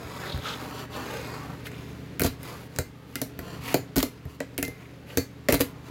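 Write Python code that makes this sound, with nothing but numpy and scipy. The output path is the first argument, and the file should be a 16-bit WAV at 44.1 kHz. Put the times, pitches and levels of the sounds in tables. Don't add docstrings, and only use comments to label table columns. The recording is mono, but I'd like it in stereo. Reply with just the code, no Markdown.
import sys
import numpy as np
from scipy import signal
from scipy.fft import rfft, irfft, next_fast_len
from scipy.io import wavfile

SR = 44100
rng = np.random.default_rng(int(sys.argv[2]) if len(sys.argv) > 2 else 0)


def wrap_up_sound(samples):
    columns = np.atleast_2d(samples).T
    tamed = np.clip(columns, -1, 1)
    steps = np.round(tamed * 32767).astype(np.int16)
    wavfile.write(sys.argv[1], SR, steps)


N = 260229
TIME = np.arange(N) / SR
AGE = TIME[:int(0.4 * SR)]


def from_db(db):
    return 10 ** (np.asarray(db) / 20)


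def rms_one(x, count=None):
    return x / np.sqrt(np.mean(x[..., :count] ** 2) + 1e-20)


def at_hz(points, hz):
    table = np.array(points)
    return np.interp(np.log(np.maximum(hz, 1)), np.log(table[:, 0]), table[:, 1])


def pan(balance_db):
    return rms_one(from_db(np.array([[balance_db], [-balance_db]]) / 2))


def band(x, low_hz, high_hz):
    edges = [low_hz, min(high_hz, 0.45 * SR)]
    return signal.sosfilt(signal.butter(2, edges, "band", fs=SR, output="sos"), x)


def add(track, s, sound):
    start = max(int(s * SR), 0)
    track[:, start:start + sound.shape[-1]] += sound[..., :N - start]


def drift(rate):
    knots = rng.standard_normal(4096)
    return np.interp(TIME * rate, np.arange(len(knots)), knots)


# (frequency [Hz], left-right correlation [0 to 1])
LIKENESS = [(50, 0.025), (130, 0.75), (290, 0.8), (640, 0.45), (1400, 0.069), (3000, 0), (16000, 0)]


def stereo_noise(spectrum, size=N):
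    length = next_fast_len(size)
    hz = np.fft.rfftfreq(length, 1 / SR)
    mid, side = rfft(rng.standard_normal((2, length)))
    alike = np.clip(at_hz(LIKENESS, hz), -1, 1)
    both = np.sqrt(1 + alike) * mid + np.sqrt(1 - alike) * side * [[1], [-1]]
    return rms_one(irfft(both * from_db(at_hz(spectrum, hz)), length)[:, :size])


def dying(t60):
    return from_db(-60 * AGE / t60)


def ringing(modes):
    return np.array([from_db(db) * dying(t60) * np.sin(2 * np.pi * hz * AGE) for hz, db, t60 in modes])


def favoured(modes, centre_hz, octaves):
    distance = np.log2(np.array(modes)[:, 0] / centre_hz) / octaves
    return 1 / (1 + distance ** 2)


def struck(rings, weight=1, channels=2):
    count = len(rings)
    size_db = 3 * rng.standard_normal(count) + 3 * rng.standard_normal((2, count))
    sign = rng.choice([-1, 1], (channels, count))
    return (weight * from_db(size_db) * sign) @ rings


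def crack(low_hz, high_hz, t60, snap_t60=0.0011, snap_db=3):
    envelope = dying(t60) + from_db(snap_db) * dying(snap_t60)
    noise = rng.standard_normal((2, len(AGE))) * envelope
    return rms_one(band(noise + 1e-18, low_hz, high_hz), count=176)


def clack(ring, low_hz, high_hz, crack_t60, ring_db):
    ring_part = from_db(ring_db) * rms_one(ring, count=176)
    return rms_one(crack(low_hz, high_hz, crack_t60) + ring_part, count=176)


def knock(ring, centre_hz, dent_t60, dent_db, crunch_db):
    dent = rms_one(np.sin(2 * np.pi * centre_hz * AGE) * dying(dent_t60), count=441)
    crunch = crack(0.73 * centre_hz, 1.67 * centre_hz, t60=0.12)
    body = rms_one(ring, count=441)
    return rms_one(body - from_db(dent_db) * dent + from_db(crunch_db) * crunch, count=441)


# (frequency [Hz], relative level [dB per Hz])
AIR = [(20, -40), (32, -15), (60, -9), (100, -13), (150, -7), (200, -10.5), (300, -14.5), (450, -14),
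       (650, -23), (1000, -27), (1900, -24.5), (4000, -32), (8500, -45.5), (12000, -48), (16000, -48)]
# (frequency [Hz], rms level before the rise and fall below [dB])
HUM = [(75.4, -54), (120, -49), (150, -52.5), (180, -55), (240, -61.5), (270, -55.5), (290.7, -57.5),
       (425.3, -60)]
# (time [s], gain [dB])
BACKGROUND_DB = [(0, -0.5), (.7, 1), (1.5, 4), (2.15, 3.5), (2.4, 1.5), (3.0, -2.5), (3.6, 3.5),
                 (4.15, -2.5), (5.0, -2), (5.9, 0)]
AIR_DB = -47


def background():
    sway = 0.16 * drift(5.9)
    hum = 0
    for hz, db in HUM:
        hum = hum + from_db(db) * np.cos(2 * np.pi * hz * TIME + sway * hz / HUM[1][0])
    air = from_db(AIR_DB) * stereo_noise(AIR) * pan(-0.13)
    both = np.sqrt(2) * hum * pan(0.18) + air
    return both * from_db(np.interp(TIME, *np.transpose(BACKGROUND_DB)))


# (frequency [Hz], t60 [s])
ROOM_T60 = [(100, .24), (300, .23), (800, .2), (2000, .24), (5000, .23), (14000, .19)]
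# (frequency [Hz], level against the direct sound [dB])
ROOM_DB = [(100, -2.5), (300, -11), (800, -8.5), (2000, -6), (5000, -7), (14000, -8)]
# (delay [s], level [dB])
ECHOES = [(.0028, -13.5), (0.0102, -17.5), (0.0187, -27.5)]


def room(x):
    hz = np.fft.rfftfreq(len(AGE), 1 / SR)
    white = rfft(stereo_noise([(20, 0), (20000, 0)], size=len(AGE)))
    centres = np.array(ROOM_T60)[:, 0]
    response = 0
    for (_, t60), share in zip(ROOM_T60, np.eye(len(ROOM_T60))):
        part = at_hz(np.column_stack([centres, share]), hz) * from_db(at_hz(ROOM_DB, hz))
        envelope = dying(t60) * (1 - np.exp(-(AGE / 0.0014) ** 2))
        response = response + irfft(white * part, len(AGE)) * envelope / np.linalg.norm(envelope)
    out = x + signal.fftconvolve(x, response, axes=1)[:, :N]
    bright = band(x, 1600, 17000)
    for s, db in ECHOES:
        add(out, s, from_db(db) * bright)
    return out


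# (time [s], peak level before panning [dB], left-right balance [dB])
THUMPS = [(0.048, -31, -9), (0.343, -18, -14), (0.374, -22, -12), (2.79, -22, -9), (3.747, -31, -11),
          (4.256, -26.5, -9), (5.175, -23, -19)]


def thumps(thump_hz, t60, rise_s):
    out = np.zeros((2, N))
    modes = [(thump_hz, 0, t60), (128, -1, 0.07), (205, -9, 0.04)]
    sway = ringing(modes).sum(axis=0) * (1 - np.exp(-AGE / rise_s))
    for s, db, balance_db in THUMPS:
        add(out, s, from_db(db) * pan(balance_db) * sway / np.abs(sway).max())
    return out


# (middle [s], half length [s], resonance [Hz], its width [Hz], level at the middle [dB])
RASPS = [(0.257, 0.037, 1580, 700, -36.5), (0.312, 0.04, 3740, 600, -37), (0.484, 0.034, 1360, 350, -32.5),
         (0.491, 0.048, 3380, 1120, -36), (0.5, 0.044, 6000, 4000, -46), (0.788, 0.02, 3900, 3000, -42.5),
         (0.954, 0.02, 3350, 1800, -41), (1.667, 0.0076, 2580, 2600, -39.5), (1.77, .05, 2620, 1500, -50.5),
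         (1.12, 0.41, 1710, 900, -49.5), (2.51, 0.079, 1160, 250, -48), (3.701, 0.041, 2430, 1200, -35.5),
         (4.82, 0.067, 2150, 402, -52.5), (5.112, .025, 2500, 1000, -47.5)]


def rasps(chatter_db, chatter_rate):
    out = np.zeros((2, N))
    for s, half_s, hz, width_hz, db in RASPS:
        slips = rng.standard_normal((2, N)) * from_db(chatter_db * drift(chatter_rate))
        resonance = signal.iirpeak(hz, hz / width_hz, fs=SR)
        rasp = signal.lfilter(*resonance, band(slips, hz / 1.8, hz * 1.38))
        out += from_db(db) * rms_one(rasp) * np.exp(-((TIME - s) / half_s) ** 2 / 2)
    return out


# (start [s], speeding up [s], running [s], slowing [s], rumble level [dB], brightness [dB])
STRETCHES = [(-0.13, 0.38, .04, 0.18, -36.5, -.5), (0.405, 0.04, 0.37, 0.054, -37.5, -.5),
             (0.895, 0.074, .03, .66, -34.5, -1.5), (1.635, .035, .005, .02, -45, 7),
             (1.691, 0.025, 0.058, 0.35, -50, 2.5), (2.385, 0.088, 0.053, 0.16, -42.5, 3.5),
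             (2.69, 0.07, 0.022, .02, -47, 2), (3.06, 0.15, .02, 0.044, -55.5, 8.5),
             (3.39, 0.098, 0.076, 0.061, -43, 1), (3.6, .11, 0.02, 0.018, -38.5, 7),
             (4.26, 0.044, 0.053, 0.024, -58, 8), (4.68, .05, .13, .1, -55.5, 2),
             (5.06, .05, 0.028, 0.11, -48.5, 4.5), (5.62, .05, 0.093, .08, -51.5, -12),
             (5.83, 0.063, .02, .04, -44.5, -0.5)]
SPEED_POWER = 0.71
FLOOR_DB = -56
WHIRR_DB, HISS_DB = -5.5, -13
HISS_FOLLOWS = 1.5


def wheel_levels():
    power = from_db(FLOOR_DB) ** 2
    for start, rise_s, run_s, slow_s, db, bright_db in STRETCHES:
        corners = start + np.cumsum([0, rise_s, run_s, slow_s])
        speed = np.interp(TIME, corners, [0, 1, 1, 0])
        tops = from_db(db + bright_db * np.array([0, 1, HISS_FOLLOWS]))
        power = power + np.outer(tops, speed ** SPEED_POWER) ** 2
    return np.sqrt(power) * from_db([[0], [WHIRR_DB], [HISS_DB]])


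# (frequency [Hz], relative level [dB per Hz])
RUMBLE = [(40, -25), (120, -5), (270, 0.5), (380, 2.5), (500, 3), (720, -1.5), (1050, -1), (1350, -2),
          (1800, -6.5), (2300, -65), (4000, -46)]
WHIRR = [(1300, -43), (1900, 1), (2250, 1), (2650, 0), (3200, -3.5), (3800, -4), (4700, -3.5), (5700, -9.5),
         (6900, -7.5), (9000, -19.5)]
HISS = [(5000, -10.5), (7000, -9.5), (8800, -5), (10300, -0.5), (12500, 0), (16000, -5.5)]


def wheels(grain_db, grain_rate, wander_db, hiss_left_db):
    grain = from_db(grain_db * drift(grain_rate))
    balances = (pan(0), pan(0.98), pan(hiss_left_db))
    out = 0
    for spectrum, level, gains in zip((RUMBLE, WHIRR, HISS), wheel_levels(), balances):
        noise = stereo_noise(spectrum)
        coloured = noise
        for lag in rng.integers(25, 260, 4):
            coloured = coloured + (from_db(wander_db) - 1) * drift(6) * np.roll(noise, lag, axis=1)
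        out = out + rms_one(coloured * grain) * gains * level
    return out


# (start [s], length [s], typical level of one small clack [dB])
RATTLES = [(2.241, 0.037, -34.5), (3.958, 0.051, -35.5), (4.028, 0.0052, -31), (5.492, 0.021, -36.5),
           (5.53, 0.0294, -33.5), (5.604, 0.017, -30)]


def rattles(per_s, deck_db, tick_db, tick_left_db):
    out = np.zeros((2, N))
    deck, trucks = ringing(DECK), ringing(TRUCKS)
    for start, length_s, db in RATTLES:
        for k in range(16):
            delay = (k + rng.random()) / per_s
            wood = clack(struck(deck), 690, 3300, crack_t60=0.0082, ring_db=-15.0)
            metal = clack(struck(trucks), 3100, 8500, crack_t60=0.0064, ring_db=-4.5)
            tick = crack(10450, 14700, t60=0.02) * pan(tick_left_db)
            inside = np.clip((length_s - delay) * per_s, 0, 1)
            size = from_db(db + 2 * rng.standard_normal()) * inside
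            add(out, start + delay, size * (from_db(deck_db) * wood + metal + from_db(tick_db) * tick))
    return out


# (frequency [Hz], relative level [dB], t60 [s])
DESK = [(74, -19, 0.31), (108, 0, 0.17), (143.4, 9, 0.063), (166.6, -16.5, 0.15), (241.8, -4, 0.15),
        (268, -1.5, 0.12), (287.5, -2.5, 0.12), (373.2, -1, 0.079), (409, -8, 0.058), (450, -9.5, 0.088),
        (492, -5.5, 0.12), (562, -3.5, 0.05), (624, -0.5, 0.045), (670, -4, 0.048), (746, -8.5, 0.033),
        (872, -19.5, 0.071), (937, -13.5, 0.068)]
DECK = [(1120, -23, 0.093), (1379, 11.5, 0.045), (1630, -1.5, 0.017), (1714, 8, 0.03), (2080, -10, 0.33),
        (2099, 0.5, 0.076), (2430, -14, 0.08), (2330, -19, 0.026), (2800, -2, 0.059)]
TRUCKS = [(3050, -7, 0.0049), (3930, 0, 0.11), (4155, 10, 0.044), (4680, 2, 0.073), (5220, -30, 0.013),
          (6000, -28, 0.013), (7010, 11, 0.02), (7320, -30, 0.092), (7600, 4, 0.043)]
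DECK_HZ, DECK_SCATTER_OCTAVES = 1903, 0.13
TICK_LEFT_DB = 10.5


def blow(desk_db, knock_hz, deck_db, trucks_db, tick_db):
    deck_hz = DECK_HZ * 2 ** (DECK_SCATTER_OCTAVES * rng.standard_normal())
    desk_ring = struck(ringing(DESK), favoured(DESK, knock_hz, octaves=0.92), channels=1)
    low = knock(desk_ring, knock_hz, dent_t60=0.013, dent_db=-8.5, crunch_db=-10.5)
    deck_ring = struck(ringing(DECK), favoured(DECK, deck_hz, octaves=0.33))
    wood = clack(deck_ring, deck_hz / 1.38, deck_hz * 1.3, crack_t60=0.025, ring_db=-7.5)
    metal = clack(struck(ringing(TRUCKS)), 3500, 7900, crack_t60=0.0096, ring_db=-10.5)
    tick = crack(9800, 15600, t60=0.013) * pan(TICK_LEFT_DB)
    board = from_db(deck_db) * wood + from_db(trucks_db) * metal + from_db(tick_db) * tick
    return from_db(desk_db) * low + board


# (frequency [Hz], relative level [dB], t60 [s])
FREE_BOARD = [(1980, 2, 0.15), (2083, -21, 0.1), (2400, 7, 0.16), (2580, -11, 0.12), (4100, -11, 0.19),
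              (4150, -6.5, 0.06), (4450, -1, 0.17), (6220, 7, 0.067), (6600, 0, 0.11), (7060, 7, 0.18),
              (7300, -3, .16)]


def free_ring(db):
    return from_db(db) * rms_one(struck(ringing(FREE_BOARD)), count=441)


# (time [s], desk [dB], deck [dB], trucks [dB], tick [dB], lasting ring [dB])
POPS = [(2.787, -25, -26.5, -24, -23.5, -44), (3.743, -15.5, -22.5, -22.5, -21, -34.5),
        (4.404, -27.5, -29, -35.5, -43, -57), (5.173, -21, -23.5, -22.5, -18.5, -30)]
# (time [s], lag of the second wheel [s], knock centre [Hz], desk [dB], deck [dB], trucks [dB], tick [dB])
LANDINGS = [(2.196, 0.01, 260, -25.5, -25, -31, -23), (2.218, .001, 330, -21, -29, -26.5, -22.5),
            (2.236, 0.011, 310, -18.5, -36, -25.5, -26), (3.1556, 0.00091, 298, -34, -27.5, -32.5, -29),
            (3.216, 0.00093, 336, -28, -37, -27.5, -24), (3.959, 0.0058, 290, -24, -33, -35, -30),
            (3.9655, 0.0082, 306, -19, -33, -28.5, -24), (3.982, 0.0011, 310, -23, -42, -26.5, -22.5),
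            (4.028, 0.0027, 333, -22, -33, -26.5, -22.5), (4.5795, 0.0069, 326, -28.5, -27.5, -35, -27),
            (4.6275, 0.001006, 410, -29, -28, -27.5, -22.5),
            (5.4862, 0.0013, 466, -14.5, -18.5, -24, -26.5), (5.524, 0.0019, 417, -19, -23, -24.5, -18.5),
            (5.5424, 0.00074, 340, -23, -27, -31, -19), (5.603, 0.00091, 386, -21.5, -36, -37, -31),
            (5.6082, 0.0034, 370, -24.5, -35, -28.5, -19.5)]
# (time [s], desk [dB], deck [dB], trucks [dB], tick [dB])
TAPS = [(0.3757, -43, -39.5, -47, -46), (1.668, -55, -32.5, -48, -42.5), (1.717, -44.5, -44, -49, -65),
        (2.431, -48, -40.5, -48, -39), (2.762, -41, -39, -38, -45), (3.3906, -33, -34, -39, -35.5),
        (4.254, -39, -50, -59, -52), (4.6508, -40, -54, -34, -41), (4.68, -32.5, -41, -39.5, -34.5),
        (5.182, -25.5, -33, -26, -30), (5.502, -25.5, -27, -40, -46), (5.595, -48, -38, -36, -40)]
FIRST_WHEEL_DB, SECOND_WHEEL_DB = -11, -5
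POP_KNOCK_HZ, WHEEL_KNOCK_HZ = 485, 326


def tricks():
    out = np.zeros((2, N))
    for s, desk_db, *board_db, ring_db in POPS:
        add(out, s, blow(desk_db, POP_KNOCK_HZ, *board_db) + free_ring(ring_db))
    for s, lag_s, knock_hz, desk_db, *board_db in LANDINGS:
        add(out, s, blow(desk_db + FIRST_WHEEL_DB, knock_hz, *board_db))
        add(out, s + lag_s, blow(desk_db, knock_hz, *np.add(board_db, SECOND_WHEEL_DB)))
    for s, desk_db, *board_db in TAPS:
        add(out, s, blow(desk_db, WHEEL_KNOCK_HZ, *board_db))
    return out


def scene():
    bed = background()
    hand = thumps(thump_hz=83.5, t60=0.1, rise_s=0.0027)
    rolling = wheels(grain_db=1.5, grain_rate=300, wander_db=3.0, hiss_left_db=13.0)
    rolling = rolling + rasps(chatter_db=3.5, chatter_rate=160)
    rolling = rolling * from_db(0.73 * drift(70))
    clatter = tricks() + rattles(per_s=300, deck_db=2.5, tick_db=-0.5, tick_left_db=2)
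    return room(clatter) + hand + rolling + bed


def record(dry):
    heard = signal.sosfilt(signal.butter(4, 42, "high", fs=SR, output="sos"), dry)
    heard = heard / (1 + (heard / 0.8) ** 6) ** (1 / 6)
    return signal.sosfilt(signal.ellip(10, 0.2, 80, 16000, fs=SR, output="sos"), heard)


dry = scene()
out = record(dry)
wrap_up_sound(out)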